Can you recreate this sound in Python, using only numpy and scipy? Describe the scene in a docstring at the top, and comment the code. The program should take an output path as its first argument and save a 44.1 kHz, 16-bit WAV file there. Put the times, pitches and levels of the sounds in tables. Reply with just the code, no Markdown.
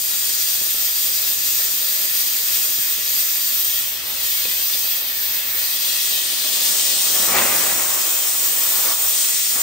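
"""Air blow-off in a workshop

Compressed air blows off through the drain valve of a compressor on a bench, a few metres from a phone:
turbulent hiss, as bands of noise coloured by the jet and by ringing metal. A person steps in front, shading
the hiss, then holds a cloth into the jet: the colour changes and low noise roars as the air catches it.
Footfalls thud as dying rings; bench and walls echo it all, with a low rumble of noise beneath."""
import sys
import numpy as np
from scipy import signal
from scipy.fft import rfft, irfft, next_fast_len
from scipy.io import wavfile
from scipy.ndimage import uniform_filter1d, map_coordinates

SR = 44100
rng = np.random.default_rng(int(sys.argv[2]) if len(sys.argv) > 2 else 0)


def waveform_to_disk(signal):
    """Save audio, clipped to [-1, 1], as 16-bit WAV at the path in sys.argv[1]."""
    frames = np.transpose(np.atleast_2d(signal))
    scaled = np.clip(frames, -1, 1) * 32767
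    samples = np.round(scaled).astype(np.int16)
    wavfile.write(sys.argv[1], SR, samples)


N = 424241
SIZE = next_fast_len(N + SR)  # room for the tail of the echoes
T = np.arange(N) / SR  # seconds
HZ = np.maximum(np.arange(SIZE // 2 + 1) * SR / SIZE, 1)

# Steady buffeting of the bench, and the shop. Each row: time in seconds, roar level in dB before its flapping,
# brightness in dB (added above about 600 Hz, taken off below), rumble level in dB before it wavers.
BUFFETING = [(0, -42, 0.5, -54), (2.2, -39.5, -0.5, -55), (3.9, -42.5, 2, -52.5), (4.8, -41.5, 3, -54),
             (6.9, -37.5, -2.5, -58), (7.6, -42, 0, -51), (8.1, -35, 4.5, -56), (8.9, -41.5, 3.5, -58),
             (8.96, -44, 5.5, -54), (9.03, -48, 9, -55), (9.2, -41, 8, -62), (9.4, -43.5, 5.5, -58),
             (9.62, -44, -1, -65)]


def undb(db):
    """Amplitude ratio of a level: 20 dB is a factor of ten."""
    return 10 ** (np.asarray(db) / 20)


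def over_time(table):
    """Linear interpolation in time: each column of (s, value, ..) as one value a sample."""
    s, *columns = np.transpose(table)
    return [np.interp(T, s, column) for column in columns]


def over_hz(table, hz):
    """Interpolation in log frequency: each column of (Hz, value, ..) at the given frequencies."""
    at, *columns = np.transpose(table)
    return [np.interp(np.log(hz), np.log(at), column) for column in columns]


def noise(gain):
    """Spectral shaping: white Gaussian noise times a gain at each frequency."""
    return irfft(rfft(rng.standard_normal(SIZE)) * gain, SIZE)[:N]


def unit(x):
    """Normalisation to a root mean square of 1."""
    return x / np.sqrt(np.mean(x ** 2))


def walk(rate):
    """Slow random modulation: levels drawn at a rate per second, smoothed twice; spread near 1."""
    hold = int(SR / rate)
    levels = np.repeat(rng.standard_normal(N // hold + 1), hold)
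    smooth = uniform_filter1d(uniform_filter1d(levels, hold), hold)
    return 1.377 * smooth[:N]


def rumble():
    """Broadband low noise of the shop, whose level wavers by slow random modulation."""
    # Rumble spectrum. Each row: frequency in Hz, relative density in dB.
    rumble_colour = [(12, -43), (20, -11), (70, 7.5), (92, 7.5), (151, -3), (220, -16), (250, -3.5),
                     (320, -1), (550, -120)]
    level_db = over_time(BUFFETING)[2] + 1.7 * walk(4.6)
    return unit(noise(undb(over_hz(rumble_colour, HZ)[0]))) * undb(level_db)


def steps():
    """Impact sound: each blow is an exponentially dying sine mixed with noise in a band round its pitch."""
    # Footfalls, knocks and a slap of the cloth. Each row: start in seconds, onset level in dB,
    # pitch in Hz, time to decay by 60 dB in seconds, share of ring from 0 (rustle) to 1 (clean).
    blows = [(.612, -34, 200, 0.1, .3), (.614, -40, 600, .2, 0), (.742, -36, 480, .07, .1),
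             (2.782, -38, 150, 0.13, 0), (4.119, -39, 260, 0.13, 0), (4.454, -28, 480, .035, .8),
             (4.453, -13, 2600, .01, .95), (4.752, -31, 600, .024, .8), (7.365, -19, 1800, .03, .4),
             (7.384, -15, 900, .02, .6), (7.385, -11, 2300, .02, .6), (4.478, -39, 200, 0.1, .3),
             (4.79, -44, 200, .08, 0)]
    out, t = np.zeros(N), T[:SR // 4]
    for s, db, hz, t60, ring in blows:
        band = signal.butter(1, [hz / 2.2, hz * 1.8], "band", fs=SR, output="sos")
        rustle = unit(signal.sosfilt(band, rng.standard_normal(len(t))))
        thud = np.sqrt(2 * ring) * np.sin(2 * np.pi * hz * t) + np.sqrt(1 - ring) * rustle
        attack = np.minimum(t / 0.0005, 1)
        start = int(s * SR)
        out[start:start + len(t)] += thud * undb(db - 60 * t / t60) * attack
    return out


def gusts():
    """Exponential growth and decay: power of the gusts and of their upper edge, summed over the gusts."""
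    # The jet catches the cloth. Each row: peak time in seconds, roar level in dB before rounding, brightness
    # and flapping, swell in dB per second, fade in dB per second, level above the split in dB over the rest.
    catches = [(4.1, -40, 58, 62, 0), (6.68, -37, 72, 49, 3), (7.25, -28.5, 45, 30, -3),
               (7.385, -20, 85, 33, 0.5), (7.95, -34, 6.5, 96, -3), (8.87, -32.5, 21, 150, -1),
               (8.915, -31, 70, 600, -8), (9.0, -39.5, 100, 62, -8), (9.56, -31, 250, 60, 0)]
    round_s = 0.012  # averaging blunts the peaks
    power = 0
    for s, db, swell, fade, edge_db in catches:
        fall_db = np.where(T < s, swell * (s - T), fade * (T - s))
        power = power + np.outer([1, undb(edge_db)], undb(db - fall_db)) ** 2
    return uniform_filter1d(power, int(round_s * SR))


def flap():
    """Random amplitude modulation at two rates: uneven flapping."""
    return undb(.6 * walk(25) + 1.1 * walk(70))


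def roar():
    """Low turbulent buffeting plus the cloth's gusts, as noise whose halves are weighed by brightness."""
    # Spectrum of the steady buffeting. Each row: frequency in Hz, relative density in dB.
    body_colour = [(35, -41), (60, -22.5), (292, -2.5), (617, 0), (797, -3), (897, -2.5), (1120, -2.5),
                   (2000, -4), (3500, 0), (4550, -43), (7700, -120)]
    # Spectrum of the gusts in the cloth. Each row: frequency in Hz, relative density in dB.
    cloth_colour = [(29, -46), (50, -15), (359, -4.5), (620, -2), (802, -2), (874, -3), (1130, 0),
                    (1560, -3.5), (1950, -1), (2600, -3.5), (3200, -7), (4200, -21), (6600, -120)]
    split_hz = 1800  # the edge of the gusts lies above this
    roar_db, bright_db, _ = over_time(BUFFETING)
    # shares of power
    upper = 1 / (1 + (600 / HZ) ** 2)
    edge = 1 / (1 + (split_hz / HZ) ** 6)

    colour = undb(over_hz(body_colour, HZ)[0])
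    dark = undb(-bright_db) * noise(colour * np.sqrt(1 - upper))
    bright = undb(bright_db) * noise(colour * np.sqrt(upper))
    body = unit(dark + bright) * undb(roar_db)

    colour = undb(over_hz(cloth_colour, HZ)[0])
    low = noise(colour * np.sqrt(1 - upper))
    middle = noise(colour * np.sqrt(upper * (1 - edge)))
    high = noise(colour * np.sqrt(upper * edge))
    full, thin = np.sqrt(gusts()) / np.std(low + middle + high)
    cloth = full * (undb(-bright_db) * low + undb(bright_db) * middle) + thin * high
    return body * flap() + cloth * flap()


def shade():
    """Acoustic shadow: treble loss in dB, one smooth Gaussian dip for each crossing."""
    # Body, arm or cloth crossing the line to the phone. Each row: centre in seconds, treble loss in dB,
    # half length in seconds (to 1/e of the loss).
    crossings = [(3.03, 3, 0.1), (4.02, 7.5, 0.15), (4.483, 1.5, .04), (5.01, 4, 0.18), (5.487, 3.5, 0.083),
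                 (6.364, 3.5, 0.15), (8.95, 2.5, 0.045)]
    return sum(loss_db * np.exp(-((T - s) / half) ** 2) for s, loss_db, half in crossings)


def jet():
    """Turbulent mixing noise: neighbouring bands gust together and flicker alone, coloured by resonances."""
    # Drift of the hiss. Each row: time in seconds, hiss level in dB before colour and gusting, then in dB
    # over the hiss: 2.5-5 kHz, below 2.5 kHz, above 12 kHz.
    drift = [(0, -17.5, -2.5, -1, 0), (1.1, -19, -0.5, 1.5, 2), (2.3, -18.5, -0.5, 2, 2.5),
             (3.5, -19, -1, 2, 3), (4.5, -20.5, 2.5, 3.5, 4), (4.8, -20, 1.5, 1.5, 5),
             (5.3, -23, 2.5, 8, 7), (5.55, -21, 0.5, 6.5, 6.5), (5.7, -21.5, 4, 5.5, 4),
             (6.1, -17, 1.5, 0.5, -0.5), (6.55, -16, 1, -1, -1), (6.72, -14.5, -2, -2, -2.5),
             (7.0, -17, 1.5, -0.5, -1.5), (7.2, -15, -2, -11, 0.5), (7.5, -15, -4, -1, -1),
             (7.95, -17, -4.5, -6, -0.5), (8.6, -17, -3.5, -1, 1.5), (8.9, -17, -2, -13, 2.5),
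             (8.97, -15.5, -6.5, -6, -1), (9.08, -16.5, -4.5, -4, 1.5), (9.17, -15, -4, -6, -3),
             (9.28, -15.5, -4.5, -2, -2.5), (9.45, -15.5, -3.5, -2, -1.5), (9.62, -16, -6, -5, -0.5)]
    # Jet spectrum. Each row: frequency in Hz, gain in dB with the jet free, with the person, with the cloth.
    jet_colour = [(900, -22, -22, -22), (1550, -14, -14.5, -14), (1800, -10, -10, -9), (2350, -9, -8, -6.5),
                  (2550, -4, -3.5, -3), (2950, -4.5, -2, -2), (3150, -1, 0, 0), (4050, -2, -1, 0),
                  (4700, -0.5, -1, 0), (6000, -1.5, -2, 0), (7050, 0.5, -1, 1), (7700, -2.5, -1.5, 0.5),
                  (8600, 1, 1, 2), (9600, -2, -0.5, 0), (10400, -2, -1.5, 0), (11700, -1, -1, -1),
                  (12100, 1.5, 0.5, -1), (13000, 4.5, 3.5, 2), (14000, 1, 1.5, 2), (15000, 1, 1.5, 3),
                  (15600, 3.5, 4, 5)]
    # Valve, frame and bench ring with the jet. 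Each row: frequency in Hz, width in Hz,
    # boost in dB with the jet free, with the person, with the cloth.
    resonances = [(1350, 60, 4, 2, 0), (1810, 60, 4, 6, 1), (1945, 60, 4, 4, 4), (2200, 60, 1, 4, 2),
                  (2560, 70, 3, 3.5, 1.5), (2760, 60, 5, 1, 2), (3145, 40, 5, 5, 5), (3345, 40, 7, 3, 2),
                  (3610, 30, 5, 3, 2), (3875, 45, 7.5, 3, 2), (4185, 60, 3, 5, 3), (4625, 55, 10, 3, 2),
                  (4830, 60, 5, 5, 1), (5070, 60, 3, 1, 0), (5410, 60, 2, 3, 4), (5615, 35, 5, 3, 5),
                  (5800, 60, 4, 4, 2), (6100, 30, 4, 3, 4), (6390, 70, 4, 5, 4), (6595, 30, 6, 5, 5),
                  (7150, 80, 1, 4, 2), (7410, 70, 0, 3, 1), (7840, 70, 0, 4, 2), (8250, 90, 1, 2, 4),
                  (8630, 80, 3.5, 1.5, 0), (9130, 90, 0, 3, 2), (12790, 80, 2, 2, 1), (12945, 90, 4, 4, 2),
                  (13640, 90, 2, 1, 1), (14490, 100, 3, 2, 2), (14990, 80, 2, 1, 1), (15550, 90, 2, 1, 2)]
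    # Who is at the valve. Each row: time in seconds, stage (0 jet free, 1 person close in front,
    # 2 cloth pressed into the jet).
    stages = [(0, 0), (3.65, 0), (3.9, 1), (4.2, 1), (4.35, .6), (4.8, .6), (4.95, 1), (6.6, 1), (6.85, 2),
              (9.62, 2)]
    flicker_db, flicker_rate = .75, 22  # spread in dB, draws per second

    hiss_db, lower_db, body_db, top_db = over_time(drift)
    ring_db = sum(np.outer(dbs, 1 / (1 + (2 * (HZ - hz) / width) ** 2)) for hz, width, *dbs in resonances)
    colours = undb(over_hz(jet_colour, HZ) + ring_db)
    # crossfade between the colours of neighbouring stages
    stage = over_time(stages)[0]
    shares = np.array([np.maximum(1 - abs(stage - k), 0) for k in range(len(colours))])

    gust_db = 0.34 * walk(18) + 0.54 * walk(45)
    loss_db = shade()
    edges_hz = [-SR, 1500, 2500, 3700, 5000, 6500, 8200, 10000, 12000, 14000, SR]
    follows = [body_db, body_db, lower_db, lower_db, 0.71 * lower_db, 0, 0, .5 * top_db, top_db, top_db]
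    # the longer waves suffer a smaller share of the loss
    shaded = [.47, .47, .49, .49, .8, 1, 1, 1, 1, 1]
    out = 0
    for lo, hi, follow_db, share in zip(edges_hz, edges_hz[1:], follows, shaded):
        # bands overlap over 600 Hz at constant power
        band = np.clip(np.minimum(HZ - lo, hi - HZ) / 600 + .5, 0, 1) ** .5
        seed = rfft(rng.standard_normal(SIZE)) * band
        hiss = np.sum(shares * irfft(seed * colours, SIZE)[:, :N], axis=0)
        level_db = hiss_db + follow_db - share * loss_db + gust_db
        out = out + hiss * undb(level_db + flicker_db * walk(flicker_rate))
    return out


def bounced(x):
    """Comb-filter interference with a later copy off the person; peaks and dips slide as the path changes."""
    # Reflection off the moving body. Each row: time in seconds, extra path in metres,
    # level in dB relative to the direct sound.
    reflection = [(3.2, 1.2, -30), (3.7, .8, -10), (4.1, .45, -8), (4.5, .7, -9), (4.9, .5, -11),
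                  (5.4, .66, -13), (5.8, .5, -12), (6.6, .6, -16), (7.4, .5, -17), (8.6, .58, -17),
                  (9.62, .5, -18)]
    metres, db = over_time(reflection)
    late = map_coordinates(x, [(T - metres / 343) * SR], order=5, mode="mirror")  # sound at 343 m/s
    return (x + undb(db) * late) / np.sqrt(1 + undb(db) ** 2)


def path():
    """Room response: spectrum of direct sound, echoes and decaying tail; and the phases of a second tail."""
    # Bench and wall echoes. Each row: delay in seconds, level in dB relative to the direct sound.
    echoes = [(.0036, -19.5), (.0041, -40), (.0052, -18.5)]
    t60_s, tail_db, tail_start_s = .4, -13, .006  # tail energy in dB relative to the direct sound
    t = T[:SR // 2]
    tails = rng.standard_normal((2, len(t))) * undb(-60 * t / t60_s) * (t > tail_start_s)
    response = unit(tails[0]) / np.sqrt(len(t)) * undb(tail_db)
    response[0] = 1
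    for s, db in echoes:
        response[int(s * SR)] += undb(db)
    response /= np.sqrt(np.sum(response ** 2))
    return rfft(response, SIZE), np.exp(1j * np.angle(rfft(tails[1], SIZE)))


def scene():
    """Superposition of the sources in two channels with partial coherence between them."""
    # The two channels. Each row: frequency in Hz, likeness from 0 to 1, left minus right in dB.
    ports = [(60, .98, 0), (150, .97, .5), (300, .91, 1), (700, .6, 1.4), (1400, .6, 0), (2600, .5, 2),
             (3500, .4, 4), (7400, .4, 5), (8200, .85, 0), (9600, .7, 0), (10400, 1, 0), (11800, 1, 0),
             (12700, .8, 0), (13700, 1, 0), (15000, 1, 0), (15700, .7, 0)]
    # Phase of the right channel against the left: mirror image at 10.4-11.8 kHz, alike at 13.7-15 kHz.
    # Each row: frequency in Hz, lead in turns.
    lead = [(60, 0), (700, -.1), (2000, -.1), (3000, -.3), (4600, .15), (7400, -.3), (8000, 0), (9100, .06),
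            (10400, .5), (11800, .5), (13700, 1), (15000, 1), (15600, 1.15)]
    # the scattered sound wanders in time, so that its interference with the rest does not stand still
    drift_s = .00012
    dry = rfft(rumble() + steps() + roar() + bounced(jet()), SIZE)
    like, pan_db = over_hz(ports, HZ)
    like = np.clip(like, 0, 1)
    left, scattered = path()
    # the right hears the same path turned in phase, plus scattered sound of its own
    right = like * left * np.exp(2j * np.pi * over_hz(lead, HZ)[0])
    gains = np.array([left * undb(pan_db / 2), right * undb(-pan_db / 2)])
    out = irfft(dry * gains, SIZE)[:, :N]
    own = irfft(dry * np.sqrt(1 - like ** 2) * scattered * undb(-pan_db / 2), SIZE)[:N]
    out[1] += map_coordinates(own, [(T + drift_s * walk(6)) * SR], order=5, mode="mirror")
    return out


def record(dry):
    """Band limiting: the phone drops the deep bass gently and cuts the top steeply."""
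    bass_hz, top_hz = 51.4, 15700
    thin = signal.sosfilt(signal.butter(2, bass_hz, "high", fs=SR, output="sos"), dry)
    return signal.sosfilt(signal.ellip(14, .2, 80, top_hz, fs=SR, output="sos"), thin)


dry = scene()
out = record(dry)
waveform_to_disk(out)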